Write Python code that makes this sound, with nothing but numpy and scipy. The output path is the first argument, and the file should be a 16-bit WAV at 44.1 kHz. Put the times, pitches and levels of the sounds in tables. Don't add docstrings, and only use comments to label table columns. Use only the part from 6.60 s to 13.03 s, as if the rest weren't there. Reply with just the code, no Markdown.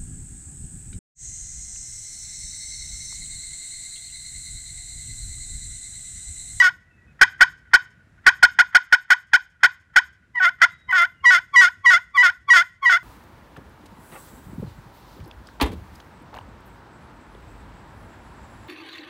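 import sys
import numpy as np
from scipy import signal
from scipy.io import wavfile
from scipy.ndimage import uniform_filter1d

SR = 44100
rng = np.random.default_rng(int(sys.argv[2]) if len(sys.argv) > 2 else 0)


def waveform_to_disk(signal):
    frames = np.transpose(np.atleast_2d(signal))
    scaled = np.clip(frames, -1, 1) * 32767
    samples = np.round(scaled).astype(np.int16)
    wavfile.write(sys.argv[1], SR, samples)


def level_to_linear(level):
    exponent = np.asarray(level, float) / 20
    return 10 ** exponent


N = 283563
FIRM_DB = -8
BREAK_HZ, RASP_ROUGH, RASP_END_DB = 750, .12, -19


def rms_one(x):
    return x / np.sqrt(np.mean(x ** 2) + 1e-20)


def in_time(rows):
    t_s, *columns = np.transpose(sorted(rows))
    return [np.interp(np.arange(N) / SR, t_s, column) for column in columns]


def low_pass(x, top_hz):
    return signal.lfilter(*signal.butter(2, top_hz, fs=SR), x)


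def band_pass(x, low_hz, high_hz):
    return signal.sosfilt(signal.butter(2, [low_hz, high_hz], "band", fs=SR, output="sos"), x)


def slow_noise(top_hz, count=1):
    return np.array([rms_one(low_pass(white, top_hz)) for white in rng.standard_normal((count, N))])


def resonance(x, hz, width_hz):
    r = np.exp(-np.pi * width_hz / SR)
    poles = [1, -2 * r * np.cos(2 * np.pi * hz / SR), r * r]
    return signal.lfilter(np.array([1, 0, -1]) * (1 - r * r) / 2, poles, x)



def note(touch_s, grip_s, touch_hz, grip_hz, db, end_s):
    touch_rough, touch_sharp, rough = .12, .41, .08
    sharp = .745 + .027 * (db - FIRM_DB)
    high = 1.035
    settled_s = min(grip_s + .011, end_s - .002)
    slowed_hz = max(touch_hz * .96, grip_hz)
    return [(touch_s - .02, touch_hz, -90, 0, 0, touch_sharp),
            (touch_s, touch_hz, -45, 0, touch_rough, touch_sharp),
            (touch_s + .009, touch_hz, -23.5, 0, touch_rough, touch_sharp),
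            (grip_s - .003, slowed_hz, db - 8, 0, touch_rough, touch_sharp),
            (grip_s, grip_hz * high, db - 4, 0, rough, sharp - .15),
            (grip_s + .004, grip_hz * (1 + high) / 2, db - .6, 0, rough, sharp - .07),
            (settled_s, grip_hz, db, 0, rough, sharp),
            (end_s, grip_hz * 1.01, db, 0, rough, sharp)]


def rasp(start_s, sag_s, end_s, db, fade_db, note_db, low_hz):
    press_db = 1.1 * (note_db - FIRM_DB)
    soften = .055 + .016 * (FIRM_DB - note_db)
    sharp = .87
    # t/s, slip rate f/Hz, level/dB, pairing/dB, sharpness/1
    course = [(start_s, BREAK_HZ, min(db + .6, note_db + 1.5), -5.5 + press_db, sharp - 2.5 * soften),
              (sag_s, 746, db, -3, sharp - soften / 2),
              (sag_s + .022, low_hz, db + .5, -9 + press_db * .3, sharp - soften / 2),
              (end_s - .019, (low_hz + 696) / 2, db + fade_db, -15 + press_db * .5, sharp - 1.5 * soften),
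              (end_s, 768, RASP_END_DB, -18, .68)]
    return [(s, hz, level_db, level_to_linear(pair_db - .5), RASP_ROUGH, shape)
            for s, hz, level_db, pair_db, shape in course]


# after stroke t/s, pulse rate f/Hz, re last level/dB, sharpness/1
LIFT_OFF = [(.003, 840, -6.5, .66), (.006, 970, -13, .15), (.011, 1010, -19, .03), (.018, 1020, -27, .02),
            (.032, 1020, -60, .02)]


def lift_off(end_s, last_db):
    return [(end_s + after_s, hz, last_db + db, 0, .1, sharp) for after_s, hz, db, sharp in LIFT_OFF]


# touch t/s, grip t/s, touch rate f/Hz, grip rate f/Hz, level/dB
YELP_NOTES = [(-.05, -.025, 1100, 970, -8), (3.749, 3.772, 1000, 958, -19), (4.285, 4.308, 1025, 990, -16),
              (4.635, 4.655, 1085, 965, -8.5), (4.932, 4.959, 1130, 965, -7.5),
              (5.24, 5.26, 1110, 965, -8.5), (5.542, 5.575, 1150, 975, -10.5),
              (5.879, 5.902, 1130, 958, -7), (6.222, 6.257, 1100, 962, -11)]
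# break t/s, sag t/s, end t/s, level/dB, fade before end/dB
YELP_RASPS = [(.019, .044, .092, -12.5, -.6), (3.796, 3.833, 3.892, -13.5, .5),
              (4.321, 4.364, 4.452, -14, .5), (4.704, 4.727, 4.788, -11, -4), (5.01, 5.027, 5.085, -10, -8),
              (5.303, 5.32, 5.378, -11, -2), (5.627, 5.644, 5.7, -11.5, -4),
              (5.933, 5.953, 6.022, -10.5, -3), (6.293, 6.31, 6.373, -12.5, -1)]
YELP_SAGS = [720, 688, 686, 689, 704, 684, 702, 678, 680]


def yelps():
    rows = []
    for clear, raspy, low_hz in zip(YELP_NOTES, YELP_RASPS, YELP_SAGS):
        touch_s, grip_s, touch_hz, grip_hz, note_db = clear
        break_s, sag_s, end_s, rasp_db, fade_db = raspy
        glide_s = .0015 + .0006 * max(FIRM_DB - note_db, 0)
        skip_db = note_db - 3 + .9 * (note_db - FIRM_DB)
        rows += note(touch_s, grip_s, touch_hz, grip_hz, note_db, break_s - glide_s)
        rows += [(break_s, (grip_hz + BREAK_HZ) / 2, skip_db, 0, RASP_ROUGH, .6)]
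        rows += rasp(break_s + glide_s, sag_s, end_s, rasp_db, fade_db, note_db, low_hz)
        rows += lift_off(end_s, RASP_END_DB)
    return rows


# t/s, peak level/dB, length/s, pitch factor/1, alternation/1
CLUCKS = [(0.614, 1.5, 0.021, 1.02, 0.42), (0.809, 0, 0.025, 1.01, 0.36), (1.136, -0.5, 0.022, 1.013, 0.43),
          (1.666, 0.5, 0.025, 1.01, 0.35), (1.829, 0, 0.023, 1.001, 0.2), (1.99, -2, 0.024, 0.99, 0.15),
          (2.149, -2, 0.021, 0.99, 0.25), (2.326, -3.5, 0.022, 1.01, 0.23), (2.505, -4.5, 0.029, 1.01, 0.3),
          (2.735, -4, 0.025, 1.02, 0.23), (3.034, -3.5, 0.027, 1.001, 0.38),
          (3.362, -2, 0.026, 1.001, 0.19), (4.018, -2, 0.031, 0.93, 0.46)]
# t/length, slip rate f/Hz, re peak/dB, share of roughness/1, sharpness/1
CLUCK_COURSE = [
    (-.9, 900, -47, 3.0, .6),
    (-.19, 920, -42, 2.0, .5),
    (-.1, 900, -22, .6, .4),
    (-.01, 820, -5, 1.0, .75),
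    (.28, 700, -3, .9, .81),
    (.6, 735, -3.5, .5, .8),
    (.95, 775, -5, .35, .78),
]


def clucks():
    rows = []
    for s, peak_db, length_s, pitch, alternate in CLUCKS:
        rows += [(s - 1.5 * length_s, CLUCK_COURSE[0][1], -90, 0, 0, .3)]
        rows += [(s + at * length_s, hz * pitch, peak_db + db, alternate * part, .33 * part, sharp)
                 for at, hz, db, part, sharp in CLUCK_COURSE]
        rows += lift_off(s + length_s, peak_db + CLUCK_COURSE[-1][2])
    return rows


# start t/s, end t/s
TRIPLETS = [(6.318, 6.356), (5.338, 5.36)]


def striker(slip_hz, alternate, rough, sharp):
    strength, timing = slow_noise(170, 2)
    tremor, patches = slow_noise(60, 2)
    steady = 2 * np.pi * np.cumsum(slip_hz * (1 + .006 * tremor)) / SR
    group = np.full(N, 2)
    for start_s, end_s in TRIPLETS:
        group[round(start_s * SR):round(end_s * SR)] = 3
    turn = np.clip(alternate, 0, 1.5) * level_to_linear(3.0 * patches) * np.cos(steady / group)
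    phase = steady + .24 * turn + .1 * 2 * np.pi * rough * timing
    r = np.clip(sharp, .02, .93)
    pulses = ((1 - r * r) / (1 - 2 * r * np.cos(phase) + r * r) - 1) / (2 * r)
    bite = (3 + 3 * rough) * 2.4 * r ** 2
    sand = rng.standard_normal(N)
    bright_sand = .7 * np.gradient(sand) + .7 * sand
    grit = level_to_linear(-30 + 3 * patches) * bite * bright_sand
    scrape = grit * (.35 * pulses + 1.1)
    return pulses * (1 + turn + rough * strength) + scrape


# f/Hz, width f/Hz, level/dB
POT_MODES = [(658, 190, -30), (884.5, 130, -21.5), (1012.8, 129, -8), (1083, 183, -6.5), (1458.3, 109, 2.5),
             (1913.2, 107.8, 5.5), (2076.3, 156.5, -2), (2445, 180, -11), (3084, 140, -9),
             (3482, 180, -10.5), (3880, 67, -14.5), (4580, 520, -15.5), (5286, 170, -7.5),
             (6487, 400, -11.5), (8700, 1000, -19), (12700, 1800, -22)]


def pot_call():
    slip_hz, level_db, alternate, rough, sharp = in_time(yelps() + clucks())
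    rough = np.abs(rough)
    force = striker(slip_hz, alternate, rough, sharp)
    rung = np.zeros(N)
    for k, (hz, width_hz, db) in enumerate(POT_MODES):
        rung += level_to_linear(db) * (-1) ** k * resonance(force, hz, width_hz)
    level_db = level_db + 7 * rough * slow_noise(45)[0]
    return level_to_linear(level_db) * rung / np.sqrt(uniform_filter1d(rung ** 2, size=400) + 1e-12)


# start t/s, level/dB, t60/s, top f/Hz
WOODS = [
    (.002, -24, .06, 15000),
    (.004, -16.5, 0.19, 7000),
    (0.04, -34.5, 0.38, 6000),
    (.09, -54, 1.1, 3000),
]
# delay t/s, level/dB, bottom f/Hz, top f/Hz
WALLS = [(.013, -22, 8000, 15000), (.076, -23, 11500, 14000), (.091, -24, 11000, 13500),
         (.099, -35, 6500, 9500), (.083, -33, 6800, 9500), (.165, -40, 7000, 15000), (.44, -54, 900, 2500)]


def echoes(x):
    t = np.arange(SR) / SR
    reply = np.zeros(SR)
    for (start_s, db, t60_s, top_hz), white in zip(WOODS, rng.standard_normal((len(WOODS), SR))):
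        fade = np.clip((t - start_s) / .005, 0, 1) * level_to_linear(-60 * (t - start_s) / t60_s)
        lumps = level_to_linear(4 * rms_one(low_pass(white[::-1], 45)))
        reply += level_to_linear(db - 31.5) * low_pass(white, top_hz) * fade * lumps
    out = signal.fftconvolve(x, reply)[:N]
    for delay_s, db, bottom_hz, top_hz in WALLS:
        slap = np.interp(np.arange(N) - delay_s * SR, np.arange(N), x, left=0)
        out += level_to_linear(db) * band_pass(slap, bottom_hz, min(top_hz, 18000))
    return out


# f/Hz, level/dB per Hz
AIR_SPECTRUM = [(12, -40), (30, -14), (76, -0.5), (175, -11.5), (362, -24), (767, -28), (932, -34.5),
                (1300, -28), (1450, -19), (2030, -29.5), (4810, -44), (6360, -42), (15500, -58)]
# t/s, level/dB
RUMBLE = [(0.0, -52), (0.21, -62.5), (0.53, -57), (1.2, -61), (1.65, -57), (2.35, -70), (3.0, -67),
          (3.9, -62.5), (4.9, -62), (6.43, -67)]


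def air():
    swell_db, = in_time(RUMBLE)
    mean_db = swell_db.mean()
    edges_hz = 30 * 2 ** np.arange(0, 9.1, .5)
    white = rng.standard_normal((2, N))
    gust_db = 3.5 * rms_one(low_pass(rng.standard_normal((3, N)), 20))
    hz, db = np.transpose(AIR_SPECTRUM)
    out = np.zeros(N)
    for k, (low_hz, high_hz) in enumerate(zip(edges_hz, edges_hz[1:])):
        band_db = np.interp(np.log(low_hz * high_hz) / 2, np.log(hz), db)
        swell = (swell_db - mean_db) * np.clip(np.log(3000 / low_hz) / 1.2, .6, 1)
        gust = gust_db[k % 3] * (low_hz < 250)
        out += band_pass(white[k % 2], low_hz, high_hz) * level_to_linear(band_db + swell + gust)
    out = signal.sosfilt(signal.butter(4, 45, "high", fs=SR, output="sos"), out)
    return level_to_linear(mean_db + 5.0) * rms_one(out)


# t/s, length/s, start
# f/Hz, end f/Hz, level/dB
FAR_TONES = [(.3, .12, 2660, 2570, -68), (.46, .08, 2560, 2520, -68), (.375, .07, 1935, 1935, -60),
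             (.2, .13, 1935, 1935, -62), (4.1, .2, 3830, 3800, -64), (4.52, .16, 2900, 2800, -69)]


def far_tones():
    t, out = np.arange(N) / SR, np.zeros(N)
    warble = level_to_linear(4.2 * slow_noise(40)[0])
    for s, length_s, start_hz, end_hz, db in FAR_TONES:
        part = np.clip((t - s) / length_s, 0, 1)
        phase = 2 * np.pi * np.cumsum(start_hz + (end_hz - start_hz) * part) / SR
        out += level_to_linear(db) * np.sin(np.pi * part) ** .4 * np.sin(phase)
    return out * warble


def scene():
    call = pot_call()
    return (call + echoes(call) + air() + far_tones())[None]


def top_cut(x):
    return signal.sosfilt(signal.butter(12, 15780, fs=SR, output="sos"), x)


def record(dry):
    ceiling, knee = .735, 3.6
    bent = dry + .036 * dry ** 2 + .017 * low_pass(dry ** 4, 45)
    held = bent / (1 + np.abs(bent / ceiling) ** knee) ** (1 / knee)
    return top_cut(held)


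dry = scene()
out = record(dry)
waveform_to_disk(out)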